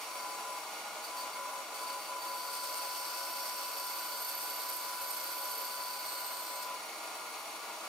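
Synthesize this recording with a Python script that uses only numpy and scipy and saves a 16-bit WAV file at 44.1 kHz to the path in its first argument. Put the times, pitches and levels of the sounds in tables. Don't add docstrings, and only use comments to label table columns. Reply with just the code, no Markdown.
import sys
import numpy as np
from scipy import signal
from scipy.fft import rfft, irfft, next_fast_len
from scipy.io import wavfile
from scipy.ndimage import uniform_filter1d

SR = 44100
rng = np.random.default_rng(int(sys.argv[2]) if len(sys.argv) > 2 else 0)


def wav_out(sig):
    wavfile.write(sys.argv[1], SR, np.round(np.clip(np.atleast_2d(sig).T, -1, 1) * 32767).astype(np.int16))


N = 347508
T = np.arange(N) / SR
HZ = np.fft.rfftfreq(2 * next_fast_len(N // 2 + 1), 1 / SR)
TOOTH_HZ = 501.3
MOTOR_HZ, WHEEL_HZ, ROLLER_HZ, BLADE_LOOP_HZ = 29.22, 14.55, 31.57, 2.43
CUT_START_S, CUT_END_S = 2.16, 6.63


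def amp(db):
    return np.exp(np.asarray(db) * np.log(10) / 20)


def unit(x):
    return x / np.sqrt(np.mean(x ** 2) + 1e-20)


def curve(rows):
    return np.interp(T, *np.transpose(rows))


def spectrum(rows):
    hz, value = np.transpose(rows)
    return np.interp(np.log(HZ + 1), np.log(hz + 1), value)


def bell(hz, width_hz):
    return 1 / (1 + (2 * (HZ - hz) / width_hz) ** 2)


def stretch(slow):
    return np.interp(T, np.linspace(0, T[-1], len(slow)), slow)


def drift(rate_hz, count=16384):
    hz = np.fft.rfftfreq(count, T[-1] / count)
    slow = irfft(rfft(rng.standard_normal(count)) * np.exp(-(hz / rate_hz) ** 2))
    return stretch(unit(slow))


def cycle(hz):
    return np.sin(2 * np.pi * (hz * T + 0.1 * drift(2.3)))


def ripple(grain_hz):
    knots = np.arange(0, SR, grain_hz)
    return unit(np.interp(HZ, knots, rng.standard_normal(len(knots))))


def swell(start_s, end_s, attack_s, release_s):
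    return np.clip((T - start_s) / attack_s, 0, 1) * np.exp(-np.clip((T - end_s) / release_s, 0, 20))


def contacts(rows, attack_s, release_s):
    return np.max([amp(db) * swell(start, end, attack_s, release_s) for start, end, db in rows], axis=0)


def noise(gain):
    # frequency in Hz, left-right coherence.
    coherence = [(30, .5), (80, 0.4), (160, 0.87), (400, 0.87), (700, 0.94), (1200, 0.87), (2500, 0.53),
                 (5000, 0.55), (9000, 0.5), (14000, 0.5)]
    # frequency in Hz, left minus right in dB.
    balance = [(60, 0.5), (110, 0), (200, -0.5), (380, -0.5), (700, -1), (1290, 3.5), (2380, -1.5),
               (4400, 0), (8120, 1), (15000, 1)]
    # frequency in Hz, left-right phase spread in radians.
    phase_spread = [(600, .05), (1500, .4), (2500, 1.), (5000, 1.1), (9000, 1.7), (14000, 2.1)]
    common, separate = rng.standard_normal((2, 2 * len(HZ))).view(complex)
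    same, pan = spectrum(coherence), amp(spectrum(balance) / 2)
    turn = np.exp(1j * spectrum(phase_spread) * ripple(grain_hz=256.1))
    right = same * common * turn + np.sqrt(1 - same ** 2) * separate
    return unit(irfft(gain * np.array([common * pan, right / pan]))[:, :N])


def ringing(modes):
    return noise(sum(amp(db) * bell(hz, width) for hz, width, db in modes))


def body(shape, modes):
    # centre in Hz, width in Hz, gain in dB.
    notches = [(510, 25, -3), (3240, 130, -2), (3850, 120, -2), (5130, 170, -1.5), (5920, 130, -2),
               (6240, 180, -2.8), (6740, 110, -2.5), (7080, 160, -3.7), (8190, 100, -2), (9740, 170, -3)]
    small_modes_db = 1.3 * ripple(grain_hz=50) * np.clip(HZ / 2000 - .6, 0, 1)
    modes_db = sum(db * bell(hz, width) for hz, width, db in modes + notches)
    return amp(spectrum(shape) + small_modes_db + modes_db)


def tone(hz, scatter, width_hz, lead_rad=0., left_db=0., count=4096):
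    phase = 2 * np.pi * (np.cumsum(hz * np.ones(N)) / SR + rng.random())
    cos, sin = np.cos(phase), np.sin(phase)
    offset_hz = np.fft.fftfreq(count, T[-1] / count)
    white = rng.standard_normal((2, count, 2)) @ [1, 1j]
    halo = np.fft.ifft(np.fft.fft(white) / (1 + (offset_hz / width_hz) ** 2))
    sides = np.array([[.5], [-.5]])
    envelope = (np.exp(1j * lead_rad * sides) + scatter * halo / halo.std()) * amp(left_db * sides)
    envelope /= np.sqrt(np.mean(abs(envelope) ** 2) / 2)
    return np.array([stretch(side.real) * cos - stretch(side.imag) * sin for side in envelope])


def whir(load, press):
    # frequency in Hz, relative density in dB.
    shape = [(20, -23), (65, -47), (120, -33), (170, -18.5), (300, -17), (600, -13.5), (1000, 0), (1230, 0),
             (1345, -4), (1420, -1), (1510, -13.5), (1660, -9), (4400, -10.5), (6200, -13), (10300, -14),
             (11400, -17.5), (15600, -20)]
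    # centre in Hz, width in Hz, boost in dB.
    modes = [(235, 10, 6.6), (326, 70, 10.9), (453, 66, 12), (541, 30, 9), (611, 50, 14), (679, 67, 10.2),
             (759, 23, 7.8), (822, 30, 11.6), (950, 45, 5.5), (1040, 40, 2.5), (1150, 35, 3.6),
             (1635, 35, 3.5), (1921, 14, 5), (2172, 66, 11.5), (2272, 44, 8.6), (2406, 60, 7.5),
             (2565, 40, 2.5), (2633, 18, 6.5), (2825, 10, 11.3), (3015, 66, 4.4), (3565, 130, 3.5),
             (4040, 150, 4), (4400, 160, 3), (4680, 220, 3.5), (5619, 149, 7), (6490, 178, 7.3),
             (6894, 58, 4.7), (7300, 90, 2), (8436, 64, 4.1)]
    held = np.clip(press / amp(-43.5), 0, 1)
    return noise(body(shape, modes)) * amp(-43 - 1.7 * load - held + 0.66 * drift(27))


def motor_hum(gain_db=1.9):
    # frequency in Hz, relative level in dB.
    tones = [(1412, -61), (1441, -63.5), (2153, -70), (2824, -71), (2632, -75)]
    return sum(amp(db + gain_db) * tone(hz, scatter=0.98, width_hz=2.4) for hz, db in tones)


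def free_ring():
    # centre in Hz, width in Hz, relative level in dB.
    modes = [(2170, 70, -6), (2285, 50, -12), (2410, 70, -12), (4400, 350, -8), (5635, 90, -6.5),
             (9435, 60, 0), (9920, 50, -5), (10410, 90, -3), (12450, 140, -7)]
    # time in seconds, level in dB.
    level = [(0, -54), (.55, -68.5), (.7, -56), (1, -62), (1.1, -65), (6.6, -78), (6.72, -53.5),
             (7.55, -52.5), (7.7, -59), (7.88, -60)]
    return ringing(modes) * amp(curve(level))


def nudges():
    # start in seconds, end in seconds, level in dB.
    pushes = [(-.02, .05, -60.5), (.1, .35, -60), (.54, .62, -61), (1.02, 1.06, -56), (1.16, 1.23, -53.5),
              (1.31, 1.35, -60.5), (1.74, 1.83, -55.5), (1.86, 1.93, -54.5), (1.97, 2.08, -57)]
    return contacts(pushes, attack_s=0.012, release_s=0.045)


def bearing(speed, roller, nudge, load, sing_hz=4563, race_hz=190, cage_hz=102):
    # time in seconds, relative dB of harmonic 1, relative dB of harmonic 3.
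    singing = [(2.2, -54.5, -55), (2.75, -52, -53), (3.5, -53.5, -51), (4.3, -52.5, -47.5),
               (5.0, -57, -50.5), (5.4, -56, -50.5), (5.75, -51.5, -50), (6.1, -53.5, -49.5),
               (6.62, -64, -50.5)]
    pitch_hz = sing_hz * speed * (1 + .0003 * drift(30) - .004 * nudge / nudge.max())
    sway_hz = 9 * cycle(WHEEL_HZ) + 8 * cycle(ROLLER_HZ) + 6 * drift(70)
    cutting = swell(CUT_START_S, CUT_END_S, attack_s=0.056, release_s=0.044)
    first, third = (amp(curve(np.array(singing)[:, [0, k]])) * cutting for k in (1, 2))
    octave = first * amp(-7.5 * load)
    rough = nudge * amp(2 * drift(83))
    harmonics = [(first, .5, 1.5, 3.6), (octave, -3, -2, 2), (third, -.5, -4, 1.5)]
    levels = [(amp(cut_db) * steady + amp(nudge_db) * rough) * amp(throb_db * roller)
              for steady, cut_db, nudge_db, throb_db in harmonics]
    rattle = amp(-7.5 + 2.5 * drift(120)) * levels[0] * ringing([(4480, 300, 0)])
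    song = sum(level * tone(k * pitch_hz + sway_hz / k, scatter=.3, width_hz=18 + 6 * k,
                            lead_rad=.45 * k, left_db=2.2 - 2 * k) for k, level in enumerate(levels, 1))
    flutter = (1 - load) * cycle(race_hz) + load * cycle(cage_hz)
    return (rattle + song) * (1 + 0.13 * flutter)


def wood_feed(nudge, idle_db=-60.5):
    # time in seconds, feed level in dB.
    level = [(2.2, -55), (2.38, -53), (2.48, -49.5), (2.75, -48), (3.4, -49.5), (4.3, -49), (5.5, -49.5),
             (6.2, -51), (6.62, -52.5)]
    cutting = amp(curve(level)) * swell(CUT_START_S, CUT_END_S, attack_s=0.082, release_s=0.038)
    return np.sqrt(cutting ** 2 + nudge ** 2 + amp(idle_db) ** 2)


def rasp(feed, roller, wheel, loop):
    # start in seconds, level in dB, decay in seconds.
    snags = [(.01, -48, 0.024), (1.04, -55.5, 0.047), (1.168, -59, 0.036), (1.738, -45, 0.016),
             (6.622, -48, 0.04), (6.735, -47, 0.012)]
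    # frequency in Hz, relative density in dB.
    shape = [(100, -48), (1500, -4), (3200, -4), (4000, 1), (4850, 3.5), (5200, 1), (6100, -1.5),
             (7400, -2), (8150, 0), (8700, -.5), (9800, -2), (11600, -4.5), (12300, -2), (13100, 3),
             (13700, 2.5), (14400, -7), (15600, -8)]
    # centre in Hz, width in Hz, boost in dB.
    modes = [(2600, 130, 3), (3460, 160, 3.5), (4165, 60, 6), (4255, 55, 7), (4410, 60, 5.5), (4720, 80, 8),
             (4870, 50, 2.5), (5520, 130, 5.5), (5700, 90, 5), (6560, 130, 5), (8050, 80, 7),
             (8790, 130, 5), (9465, 130, 6), (10420, 160, 5), (13400, 90, 5)]
    catches = sum(amp(db) * swell(start, start, 0.0084, decay) for start, db, decay in snags)
    throb_db = -0.13 * roller + 0.25 * wheel + 0.25 * cycle(2 * MOTOR_HZ) + 0.59 * loop
    tearing = amp(4.5 + throb_db + 1.36 * drift(240))
    return noise(body(shape, modes)) * (feed * tearing + catches)


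def teeth(speed, load, press, graze=0.39):
    # tooth-rate multiple, relative dB at first touch, with the strip turned, in a tight kerf.
    harmonics = [(3, -58, -58, -55), (6, -73, -66, -63.5), (8, -71, -77, -65), (11, -59, -77, -68),
                 (16, -58, -60.5, -75), (19, -80, -64, -90), (20, -58, -84, -83), (21, -58, -57.5, -73),
                 (22, -85, -73, -54), (25, -63, -61, -77), (27, -62, -83, -69)]
    # time in seconds, kerf tightness from 0 to 1.
    tightness = [(2.3, 0), (2.55, .2), (2.8, .65), (4.1, .8), (4.45, 1), (5.6, 1), (5.9, .72), (6.25, .68),
                 (6.45, .3)]
    # centre in Hz, width in Hz, relative level in dB.
    flank_modes = [(5500, 70, -4), (5640, 90, -3), (6560, 110, 0), (6870, 50, -3), (13060, 100, -7)]
    turned, grip = np.clip((T - .7) / 0.4, 0, 1), curve(tightness)
    firmness = np.clip(press / amp(-44) + load, 0, 1)
    touch = (graze + (1 - graze) * firmness) * swell(0, CUT_END_S, attack_s=0.07, release_s=0.037)
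    out = ringing(flank_modes) * amp(-56.5 - 26 * load)
    for k, first_db, turned_db, tight_db in harmonics:
        brush_db = first_db + (turned_db - first_db) * turned
        level = amp(brush_db + (tight_db - brush_db) * grip - 1.5)
        out += level * tone(k * TOOTH_HZ * speed, scatter=0.85, width_hz=35)
    return out * touch


def side_pressure(linger_s=.105):
    # start in seconds, end in seconds, level in dB.
    leans = [(.03, .13, -50), (.11, .57, -46.5), (1.08, 1.27, -46), (1.32, 1.59, -46), (1.68, 1.79, -52),
             (1.77, 1.87, -46), (1.86, 1.97, -44.5), (2.06, 2.18, -45.5), (7.19, 7.26, -53)]
    # time in seconds, level in dB.
    push = [(2.3, -44), (2.5, -46), (2.9, -47.5), (3.75, -47.5), (4.47, -50), (4.93, -46.5), (5.2, -49.5),
            (5.88, -47), (6.02, -50.5), (6.35, -48), (6.7, -47)]
    cutting = amp(curve(push)) * swell(CUT_START_S, CUT_END_S + linger_s, attack_s=0.12, release_s=0.04)
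    leaning = contacts(leans, attack_s=0.05, release_s=0.042)
    return np.maximum(leaning, cutting) * amp(0.36 * drift(2.5))


def whine(speed, press):
    # tooth-rate multiple, relative level in dB.
    harmonics = [(1, -23), (2, 2)]
    # unloaded frequency in Hz, relative level in dB.
    guide_tones = [(552.1, -17), (557.6, -13), (1116, -15), (1380.3, -20), (1394.9, -14), (2641, -23.5)]
    blade = sum(amp(db) * tone(k * TOOTH_HZ * speed, scatter=0.031, width_hz=9, lead_rad=0.48, left_db=2)
                for k, db in harmonics)
    guide = sum(amp(db) * tone(hz * speed, scatter=0.25, width_hz=4.3, left_db=1.5)
                for hz, db in guide_tones)
    return press * (1 + 0.11 * drift(28)) * (amp(-0.07) * blade + amp(0.8) * guide)


def scrape(drive, motor, loop):
    # time in seconds, pitch in Hz.
    pitch = [(2.5, 8560), (3.0, 8680), (3.7, 8490), (4.8, 8510), (5.8, 8470), (6.2, 8380)]
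    judder_db = 2.8 * loop + 2.8 * motor + 2.6 * drift(14)
    note = tone(curve(pitch) + 60 * drift(22), scatter=4, width_hz=120) * amp(-5.5 + judder_db)
    sizzle = ringing([(12800, 380, 2), (13100, 560, -9)]) * amp(-12 + 0.6 * judder_db)
    return drive * (note + sizzle)


def chatter(bite):
    # centre in Hz, width in Hz, relative level in dB.
    modes = [(2640, 150, -5), (5530, 270, 0.5)]
    # time in seconds, level at full bite in dB.
    level = [(2.4, -61), (2.85, -55), (3.15, -52), (3.55, -51), (3.9, -58.5), (4.3, -75)]
    return ringing(modes) * bite * amp(curve(level))


def squeal(roller, motor, wheel):
    # start in seconds, end in seconds, relative level in dB, pitch in Hz.
    pinches = [(2.65, 3.25, -61, 13130), (3.25, 3.85, -56.5, 13170), (3.83, 4.2, -55, 13125),
               (4.16, 4.8, -52, 13085), (4.94, 5.62, -51.5, 13060), (5.68, 5.88, -60, 13150),
               (5.97, 6.43, -57, 13100)]
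    out = 0
    for start, end, db, hz in pinches:
        note = tone(hz * (1 + 0.0046 * wheel), scatter=1.8, width_hz=84, left_db=-6.5)
        out += amp(db) * swell(start, end, attack_s=0.069, release_s=0.067) * note
    return out * amp(6 + 1.6 * roller + 1.4 * motor + 2.2 * wheel)


def exit_ring(roller):
    # centre in Hz, width in Hz, relative level in dB.
    modes = [(4270, 380, -3), (8320, 200, -1), (8570, 220, -7), (12600, 600, -12)]
    # time in seconds, mean level in dB.
    level = [(5.9, -75), (6.08, -47), (6.35, -51.5), (6.62, -50), (6.68, -79.5)]
    throb_db = 1.8 * roller + 1.2 * cycle(WHEEL_HZ) + 1.8 * drift(12)
    return ringing(modes) * amp(curve(level) + throb_db)


def scene(speed_sag=.0056, bury_s=0.92):
    press, nudge = side_pressure(), nudges()
    feed = wood_feed(nudge)
    bite = np.clip(uniform_filter1d(feed, size=8000) / amp(-49.5), 0, 1) ** 3
    load = swell(CUT_START_S, CUT_END_S, attack_s=bury_s, release_s=0.019) ** .6
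    speed = 1 - speed_sag * load + 0.00026 * drift(6.33)
    roller, motor, wheel = cycle(ROLLER_HZ), cycle(MOTOR_HZ), cycle(WHEEL_HZ)
    loop = unit(sum(np.sin(2 * np.pi * (k * BLADE_LOOP_HZ * T + rng.random())) for k in range(1, 5)))
    machine = whir(load, press) + motor_hum() + free_ring()
    blade = bearing(speed, roller, nudge, load) + teeth(speed, load, press) + whine(speed, press)
    kerf = rasp(feed, roller, wheel, loop) + scrape(feed * bite, motor, loop) + chatter(bite)
    return machine + blade + kerf + squeal(roller, motor, wheel) + exit_ring(roller)


def record(dry, cutoff_hz=15760):
    taps = signal.firwin(1023, cutoff_hz, window=("kaiser", 9), fs=SR)
    return signal.oaconvolve(dry, taps[None], "same")


dry = scene()
out = record(dry)
wav_out(out)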